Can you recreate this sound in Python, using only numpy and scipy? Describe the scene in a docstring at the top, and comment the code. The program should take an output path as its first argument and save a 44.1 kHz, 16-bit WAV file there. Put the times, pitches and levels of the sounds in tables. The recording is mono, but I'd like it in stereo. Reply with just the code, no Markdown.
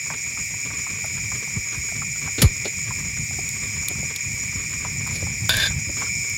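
"""Wood fire and wok at night

A wood fire burns under a simmering wok in a field: flames are fluttering low noise and short low thumps,
the crackle is short bursts of filtered noise, and once the wood bursts, with a big low puff of air.
A metal utensil touches the wok, then strikes and scrapes it, ringing a bank of fading tones.
All around, mole crickets buzz low and crickets trill and chirp high, each wing stroke a falling tone.
Near the end one more low buzz fades in, the other low ones get softer and the high ones louder."""
import sys
import numpy as np
from scipy import signal
from scipy.fft import rfft, irfft
from scipy.io import wavfile
from scipy.ndimage import uniform_filter1d

SR = 44100
rng = np.random.default_rng(int(sys.argv[2]) if len(sys.argv) > 2 else 0)


def wav_out(sig):
    """Save sig, one row per channel (or a flat mono array), as 16-bit PCM at SR to the path in sys.argv[1]."""
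    wavfile.write(sys.argv[1], SR, np.round(np.clip(np.atleast_2d(sig).T, -1, 1) * 32767).astype(np.int16))


N = 280917
T = np.arange(N) / SR  # time of every sample in seconds
LEFT_LAG_S = .000272  # some sounds reach the left microphone this much later
# near the end the balance of the insect sounds shifts: start and length in seconds
SHIFT_S, SHIFT_RISE_S = 5.83, 0.26


def amp(db):
    """Turn decibels into a gain."""
    return 10 ** (np.asarray(db) / 20)


def level(x, db):
    """Scale a sound to an average (rms) level."""
    return x * amp(db) / np.sqrt(np.mean(x ** 2))


def peak(x, db):
    """Scale a sound so that its largest sample has this level."""
    return x * amp(db) / np.abs(x).max()


def fade(t, t60):
    """Exponential decay that falls 60 dB in t60 seconds."""
    return np.exp(-np.log(1000) * t / t60)


def ramp(start_s, rise_s):
    """Rise from 0 to 1 in a straight line, then hold."""
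    return np.clip((T - start_s) / rise_s, 0, 1)


def walk(rate):
    """Slow random wandering with an rms of 1; rate is in new values per second."""
    k = int(SR / rate)
    steps = np.repeat(rng.standard_normal(N // k + 1), k)
    smooth = uniform_filter1d(uniform_filter1d(steps, k), k)
    return level(smooth[:N], 0)


def clicks(rate, spread_db):
    """Random clicks, mostly small and a few large; rate is per second."""
    happens = rng.random(N) < rate / SR
    size = amp(spread_db * np.minimum(rng.exponential(size=N), 4))
    return happens * rng.choice([-1, 1], N) * size


def colour(x, spectrum):
    """Filter a sound to a (Hz, dB) spectrum without any sound ahead of time, by way of its cepstrum."""
    size = 8192
    hz, db = np.transpose(spectrum)
    bins_hz = np.arange(size // 2 + 1) * SR / size
    curve_db = np.interp(np.log(bins_hz + 1), np.log(hz), db)
    cepstrum = irfft(np.log(amp(curve_db)))
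    # folding the cepstrum onto its first half makes the filter react only after its input
    cepstrum[1:size // 2] *= 2
    cepstrum[size // 2 + 1:] = 0
    response = irfft(np.exp(rfft(cepstrum)))
    return np.apply_along_axis(signal.fftconvolve, -1, x, response)[..., :x.shape[-1]]


def resonate(x, hz, q):
    """Bring out one broad resonance."""
    hz = min(hz, SR / 3)
    return signal.lfilter(*signal.iirpeak(hz, max(q, .7), fs=SR), x)


def dull(x, hz):
    """Gently soften everything above a frequency."""
    return signal.sosfilt(signal.butter(2, min(hz, SR / 2.2), fs=SR, output="sos"), x)


def place(x, pan_db, lag_s=0):
    """Make mono stereo: pan_db is left minus right, and a positive lag delays the left side."""
    n = np.arange(len(x))
    left = np.interp(n - round(lag_s * SR), n, x, left=0)
    return np.array([left * amp(pan_db / 2), x * amp(-pan_db / 2)])


def scatter(x, wet_db, t60=0.038):
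    """Grass and ground send each microphone its own short smear."""
    t = T[:SR // 5]
    tail = rng.standard_normal((2, len(t))) * fade(t, t60)
    tail /= np.sqrt(np.sum(tail ** 2, axis=1, keepdims=True))
    return x + amp(wet_db) * signal.fftconvolve(x, tail, axes=1)[:, :N]


def add(out, s, x):
    """Mix a sound in, starting at s seconds."""
    i = int(s * SR)
    out[..., i:i + x.shape[-1]] += x[..., :N - i]


def wash(spectrum, db, pan_db, flicker_db, shared_db):
    """Countless far insects merge into noise; only a part of it is alike at both microphones."""
    shared = place(amp(shared_db) * rng.standard_normal(N), 0, LEFT_LAG_S)
    crowd = rng.standard_normal((2, N)) + shared
    flicker = place(amp(flicker_db * walk(24.88)), pan_db)
    return level(colour(crowd, spectrum) * flicker, db)


def wings(rate_hz, tone_hz, fall_hz, slip, waver):
    """Each wing stroke is a swelling tone that falls in pitch; slip loosens its phase from stroke to stroke."""
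    beats = rng.random() + np.cumsum(rate_hz * (1 + waver * walk(6))) / SR
    u = beats % 1  # how far through the stroke, from 0 to 1
    looseness = slip * rng.standard_normal(N)[beats.astype(int)]
    cycles = (tone_hz * u + fall_hz * u * (1 - u) / 2) / rate_hz + looseness
    return level(np.sin(np.pi * u) * np.sin(2 * np.pi * cycles), 0)


def mole_crickets():
    """Wing strokes fast enough to fuse into buzzes: two even, some looser, and one heard only near the end."""
    # The merged far low insects. Each row: frequency in Hz, relative level in dB.
    low_wash = [(1400, -39), (1780, -17), (1900, -10), (2030, -7), (2240, -7), (2440, 2.5), (2520, -13),
                (2680, -38), (2900, -28), (3600, -40.5)]
    even = place(wings(rate_hz=136.2, tone_hz=2328.3, fall_hz=480, slip=0.12, waver=0.003034), 6.1)
    lower = place(wings(rate_hz=136.2, tone_hz=1917, fall_hz=148, slip=0.066, waver=0.00195), 2.7)
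    loose = 0
    for hz in np.linspace(110, 140, 3):
        neighbour = wings(hz, tone_hz=2287.6, fall_hz=307, slip=0.27, waver=.03)
        loose = loose + scatter(place(neighbour, 4.3), -1.7)
    another = place(wings(rate_hz=122.3, tone_hz=2304, fall_hz=238, slip=0.1, waver=0.00285), 5) * amp(-29.5)
    chorus = level(even, -34.0) + level(lower, -51.0) + level(loose, -38)
    chorus = chorus + wash(low_wash, -36.5, 3.2, 0.7, -12)
    shift = ramp(SHIFT_S, SHIFT_RISE_S)
    return chorus * amp(-4 * shift) + another * shift


def trillers():
    """High crickets whose fast strokes swell several times a second, over thin far trills."""
    # The merged far high insects. Each row: frequency in Hz, relative level in dB.
    high_wash = [(3600, -36.5), (4400, -24), (4750, -12.5), (5100, -5.5), (5400, -4.5), (5800, -8),
                 (6150, -17.5), (6500, -5.5), (6880, 0.5), (7300, -2.5), (7750, -16), (8350, -7.5),
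                 (9000, -54), (9700, -24.5)]
    # Thin steady trills far away. Each row: frequency in Hz, middle gain in dB.
    thin_trills = [(5113, -45.5), (5350, -50), (5453, -50)]
    near = 0
    for hz, db in [(83.0, -2.5), (88.8, 2.5), (45.24, -1.5)]:  # (strokes per s, relative dB)
        swells = 6.5 * T + rng.random() + 0.48 * walk(1.86)
        throb = amp(db + 4.4 * np.sin(2 * np.pi * swells))
        trill = wings(hz, tone_hz=6885, fall_hz=563, slip=0.46, waver=.008) * throb
        near = near + scatter(place(trill, 0.42), -12)
    thin = np.zeros((2, N))
    for hz, db in thin_trills:
        for side in range(2):  # each microphone gets its own wandering
            strength = amp(db + 2 * walk(11))
            thin[side] += strength * np.sin(2 * np.pi * (hz * T + 0.13 * walk(10)))
    chorus = level(near, -33.5) + wash(high_wash, -31.0, 0.86, 1, 0)
    return chorus * amp(1.6 * ramp(SHIFT_S, SHIFT_RISE_S)) + thin


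def near_strokes(step_s=.056, double_gap_s=.035):
    """Middle times of the near cricket's strokes: each phrase is an even run, then double strokes."""
    # Each row: start in seconds, number of even strokes, number of double strokes, seconds between doubles.
    phrases = [(.075, 0, 2, .111), (.305, 5, 5, .114), (1.212, 5, 5, .111), (2.06, 4, 6, .113),
               (3.0, 6, 6, .122), (4.06, 4, 6, .117), (4.995, 4, 10, .1175)]
    times = []
    for s, even, doubles, period in phrases:
        run = s + step_s * np.arange(even)
        firsts = s + step_s * even + period * np.arange(doubles)
        times += [*run, *firsts, *(firsts + double_gap_s)]
    return times


def chirpers(length_s=.037, tone_hz=5720, fall_hz=580):
    """A near cricket draws slow, rasping, falling strokes; others sing a little lower and grow louder."""
    t = T[:int(length_s * SR)]
    u, near = t / length_s, np.zeros(N)
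    for s in near_strokes():
        pitch, size_db = rng.standard_normal(2)
        hz = tone_hz * (1 + .005 * pitch) + fall_hz * (.5 - u)
        stroke = np.sin(np.pi * u) * np.sin(2 * np.pi * np.cumsum(hz) / SR)
        add(near, s - length_s / 2, amp(size_db) * stroke)
    rasp = amp(2 * walk(300))
    near = level(scatter(place(near * rasp, 0), -8), -44.5)
    others = 0
    for hz in np.linspace(35, 70, 4):
        singer = wings(hz, tone_hz=5336, fall_hz=480, slip=0.58, waver=0.016)
        others = others + scatter(place(singer, 1, LEFT_LAG_S), 12.0)
    gain_db = 1.56 * T + 8 * ramp(SHIFT_S, SHIFT_RISE_S)  # a slow rise, then a quick one near the end
    return near + level(others, -51.5) * amp(gain_db)


def simmering_wok():
    """The food simmers in small soft bursts of noise under a fine steady sizzle."""
    # The two spectra. Each row: frequency in Hz, relative level in dB.
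    simmer_colour = [(200, -6), (380, -3), (600, -12), (800, -18), (1130, -3.5), (1400, -10.5),
                     (1800, -6.5), (3000, -10.5)]
    sizzle_colour = [(300, 8), (1200, 10.5), (3000, 15), (4200, 9), (8000, 1), (11500, 7.5), (15500, -29)]
    bursts = signal.fftconvolve(np.abs(clicks(60, 3.5)), fade(T[:SR // 10], 0.11))[:N]
    soft_bursts = uniform_filter1d(bursts, size=200)
    simmer = dull(colour(soft_bursts * rng.standard_normal(N), simmer_colour), 3070)
    spatter = level(clicks(1500, 1.8), -7.5)
    sizzle = colour(rng.standard_normal(N) + spatter, sizzle_colour) * amp(0.47 * walk(3.6))
    simmer = scatter(place(simmer, -.5), -7)
    sizzle = scatter(place(sizzle, .5, LEFT_LAG_S), -8)
    return level(simmer, -45.5) + level(sizzle, -46.0)


def pressure(attack_s=0.0017, start_s=5.494, hold_s=0.17, release_t60=.09):
    """Force of the utensil on the wok: it bites in, slides on and lifts off."""
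    slide_db, bite_db, bite_s = -26, 8.5, 0.012
    bite = np.exp(-np.maximum(T - start_s, 0) / bite_s)
    release = fade(np.maximum(T - start_s - hold_s, 0), release_t60)
    return ramp(start_s, attack_s) * release * amp(slide_db + bite_db * bite)


def utensil(wander_db=5, ring_db=9, grit_db=3):
    """Blows and stick-slip scraping ring the same tones of the metal; the rough contact adds grit."""
    # Ringing tones of wok and utensil. Each row: pitch in Hz, relative level in dB, 60 dB decay in seconds.
    wok_tones = [(657, -14, .1), (980, -16, .15), (1091, -13, .45), (1505, 1, .22), (1627, -1, .13),
                 (1665, -1, .1), (1791, 3, .2), (1880, -7, .08), (2260, -7, .07), (2400, -7, .07),
                 (2509, -7, .15), (2627, -9, .09), (2762, -7, .2), (3248, -5, .2), (3512, 0, .16),
                 (3561, 1, .14), (3590, 1, .1), (3762, -2, .15), (4005, -4, .18), (4377, -6, .07),
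                 (4624, -3, .07), (4782, -4, .09), (4853, -4, .09), (4920, -4, .08)]
    # Blows. Each row: start in seconds, peak in dB, top edge in Hz (lower for a softer touch).
    blows = [(5.073, -39, 705), (5.4936, -2.5, 9000), (5.499, -25, 4000)]
    # Spectrum of the rough contact. Each row: frequency in Hz, relative level in dB.
    grit_colour = [(200, 3), (450, -10), (650, -14), (820, -33), (1300, -16), (1600, 14.5), (1950, -8),
                   (2450, 5), (3000, 0), (3600, 2.5), (4200, 4.5), (4850, 1.5), (5600, -4.5), (8000, -16),
                   (11000, -3), (16000, -26)]
    t = T[:SR // 2]
    slips = level(clicks(1500, 2.7), 0) * pressure() * amp(2 * walk(90))
    out = scatter(place(colour(slips, grit_colour), 1.3), 0, t60=0.035) * amp(grit_db)
    ring = 0
    for hz, db, t60 in wok_tones:
        phase = hz / 9000 * rng.standard_normal((2, 1))  # differs between the microphones
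        mode = amp(db) * fade(t, t60) * np.sin(2 * np.pi * hz * t + phase)
        # the sliding contact damps each tone and grips it more or less
        held = mode * fade(t, .5)
        grip = slips * amp(ring_db + wander_db * walk(30))
        out += signal.oaconvolve(grip[None], held, axes=1)[:, :N] / np.sqrt(len(t))
        ring = ring + mode
    for s, db, top_hz in blows:
        contact = colour(rng.standard_normal(len(t)) * fade(t, 0.05), grit_colour)
        blow = peak(ring, 0) + peak(contact, -9)
        add(out, s, peak(dull(blow, top_hz), db))
    return out


def thump(db, first_hz, length_s, crest, end_hz=43.6, bend=0.69, rumble_db=-7.0, sharpness=1.55):
    """A short low thump: a swelling tone whose heard pitch bends downward, plus low noise mostly early on."""
    u = T[:int(length_s * SR)] / length_s
    # crest is the share of the length at which the thump is loudest
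    swell = np.sin(np.pi * np.interp(u, [0, min(crest, .9), 1], [0, .5, 1]))
    hz = first_hz * (end_hz / first_hz) ** u ** bend  # bend under 1: the pitch falls early
    tone = np.sin(2 * np.pi * np.cumsum(hz) / SR)
    rumble = level(dull(rng.standard_normal(len(u)), 1.05 * first_hz), rumble_db) * (1 - u)
    return peak(swell ** sharpness * tone + swell * rumble, db)


def flames(step_s=0.00078):
    """Turbulent flames flutter low, with low thumps and one big puff of air out of step left and right."""
    # Body of the flames, joined by straight lines. Each row: time in seconds, gain in dB.
    flame_gains = [(0.0, -48), (0.44, -41), (0.65, -43.5), (3.55, -37.5), (4.13, -42.5), (5.55, -33),
                   (6.37, -44.5)]
    # Spectrum of the flutter. Each row: frequency in Hz, relative level in dB.
    flame_colour = [(20, -43), (32, -39), (50, -4), (75, -2), (107, 2), (150, -1), (230, -13.5),
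                    (400, -28.5), (600, -34.5), (1100, -34), (2000, -66)]
    # Low flame puffs, heard as thumps.
    # Each row: start in seconds, peak in dB before panning, starting pitch in Hz.
    flame_puffs = [(1.559, -16.5, 358), (1.769, -23.5, 192), (4.551, -23, 260), (5.221, -20, 221),
                   (5.453, -26, 180), (5.553, -30, 218), (5.69, -22.5, 161), (5.867, -22.5, 168)]
    flutter = colour(rng.standard_normal(N) * amp(3.24 * walk(21.97)), flame_colour)
    body = level(flutter, 3.3) * amp(np.interp(T, *np.transpose(flame_gains)))
    out = scatter(place(body, 0.95), -10)
    for s, db, hz in flame_puffs:
        add(out, s, place(thump(db, hz, length_s=.046, crest=0.29), 1.0, -step_s))
    # a big low puff of air buffets the microphones: longer, and loudest late
    buffet = thump(-2.5, 402, length_s=0.0525, crest=0.61)
    add(out, 2.423, place(buffet, 2.3, -step_s))
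    return out


def faint_pops(per_s=3.5, middle_db=-35, spread_db=2, middle_hz=1150, spread_octaves=.3, pan_db=1.0):
    """Small pops at random times, as rows of seconds, peak dB, pitch in Hz and left minus right dB."""
    count = int(per_s * N / SR)
    chance = rng.standard_normal((count, 3))
    rows = []
    for s, (size, pitch, side) in zip(rng.random(count) * N / SR, chance):
        hz = middle_hz * 2 ** (spread_octaves * pitch)
        rows.append((s, middle_db + spread_db * size, hz, pan_db * side))
    return rows


def crackle(pop_t60=0.058, pop_q=3.2, overtone=1.76, overtone_db=-6):
    """Filtered noise bursts: dull ringing pops, dry snaps and longer gritty spurts, a few from the wok."""
    # All peaks are before the final smear, those of the pops before panning too.
    # Louder dull pops; the one at 5.072 belongs to the utensil touching the wok.
    # Each row: start in seconds, peak in dB, pitch in Hz, left minus right in dB.
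    loud_pops = [(0.101, -21.5, 950, -2), (0.372, -28.5, 1160, -1), (0.704, -29, 1090, -1),
                 (0.866, -28, 1180, -5), (1.042, -28, 724, -3), (1.178, -31, 1710, 0),
                 (1.317, -25, 1050, -2.5), (2.019, -25, 1180, 3), (2.275, -25.5, 880, 4),
                 (2.654, -24.5, 340, 12), (2.906, -25, 1070, 3), (3.386, -28, 380, 10),
                 (3.83, -31, 1140, -4), (3.906, -27, 383, 4), (4.029, -32, 315, 5), (4.848, -23, 1010, -3),
                 (5.072, -27.5, 1140, -3), (5.224, -26, 300, -1.5), (5.266, -30, 930, -3),
                 (5.892, -26, 283, 0), (6.019, -20, 1220, 1)]
    # Sharp snaps; the one at 5.072 belongs to the utensil touching the wok.
    # Each row: start in seconds, peak in dB, brightest Hz, 60 dB decay in seconds.
    snaps = [(1.06, -18, 11000, .008), (2.4188, -0.5, 8950, 0.041), (2.655, -15, 3960, 0.014),
             (3.49, -16.5, 10000, .008), (3.8846, -5.5, 9500, 0.01), (4.161, -10.5, 5400, 0.017),
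             (5.072, -16, 10000, 0.013), (5.492, -6, 11000, 0.017), (5.569, -5.5, 7500, 0.0088),
             (6.0, -24, 10000, .008), (6.297, -19, 11000, 0.012)]
    # Gritty spurts from the fire, and at 5.099 the rustle of food sliding in the wok.
    # Each row: start in seconds, peak in dB, rise in seconds, 60 dB decay in seconds, top edge in Hz.
    spurts = [(2.378, -10, 0.0048, 0.36, 3500), (2.417, 1.5, 0.0041, 0.063, 11900),
              (2.428, -13.5, 0.003, 0.16, 14100), (2.645, -14, 0.0087, 0.14, 4500),
              (5.069, -32, 0.02, 0.29, 5000), (5.099, -17, 0.06, 0.26, 12100)]
    # Spectrum of the spurts. Each row: frequency in Hz, relative level in dB.
    spurt_colour = [(150, 6.5), (400, 11), (1000, -10), (2100, 4.5), (3000, -1), (4400, 5.5), (5600, 2),
                    (7500, -18.5), (11000, 5.5), (16000, -23.5)]
    out, t = np.zeros((2, N)), T[:SR // 4]
    for s, db, hz, pan_db in [*loud_pops, *faint_pops()]:
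        push = rng.standard_normal(len(t)) * fade(t, pop_t60)
        pop = resonate(push, hz, pop_q) + amp(overtone_db) * resonate(push, overtone * hz, pop_q)
        pop = dull(resonate(pop, hz, 0.66), 2100)
        add(out, s, place(peak(pop, db), pan_db))
    for s, db, hz, t60 in snaps:
        snap = resonate(rng.standard_normal(len(t)) * fade(t, t60), hz, 1.0)
        add(out, s, place(peak(snap, db), 0, LEFT_LAG_S))
    for s, db, rise, t60, top_hz in spurts:
        grit = rng.standard_normal((2, len(t))) * np.minimum(t / rise, fade(t - rise, t60))
        grit *= amp(1.9 * walk(500)[:len(t)])  # the level sputters
        spurt = dull(colour(grit, spurt_colour), top_hz) * place(np.ones(len(t)), 3.2)
        add(out, s, peak(spurt, db))
    return scatter(out, -18)


def scene():
    """Insects all around, fire and wok in front."""
    insects = mole_crickets() + trillers() + chirpers()
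    return insects + simmering_wok() + utensil() + flames() + crackle()


def record(dry):
    """The recorder drops the deepest bass, clips at full scale and cuts the top."""
    lean = signal.sosfilt(signal.butter(4, 35, "highpass", fs=SR, output="sos"), dry)
    clipped = np.clip(lean, -1, 1)
    return signal.sosfilt(signal.ellip(8, .2, 70, 15900, fs=SR, output="sos"), clipped)


dry = scene()
out = record(dry)
wav_out(out)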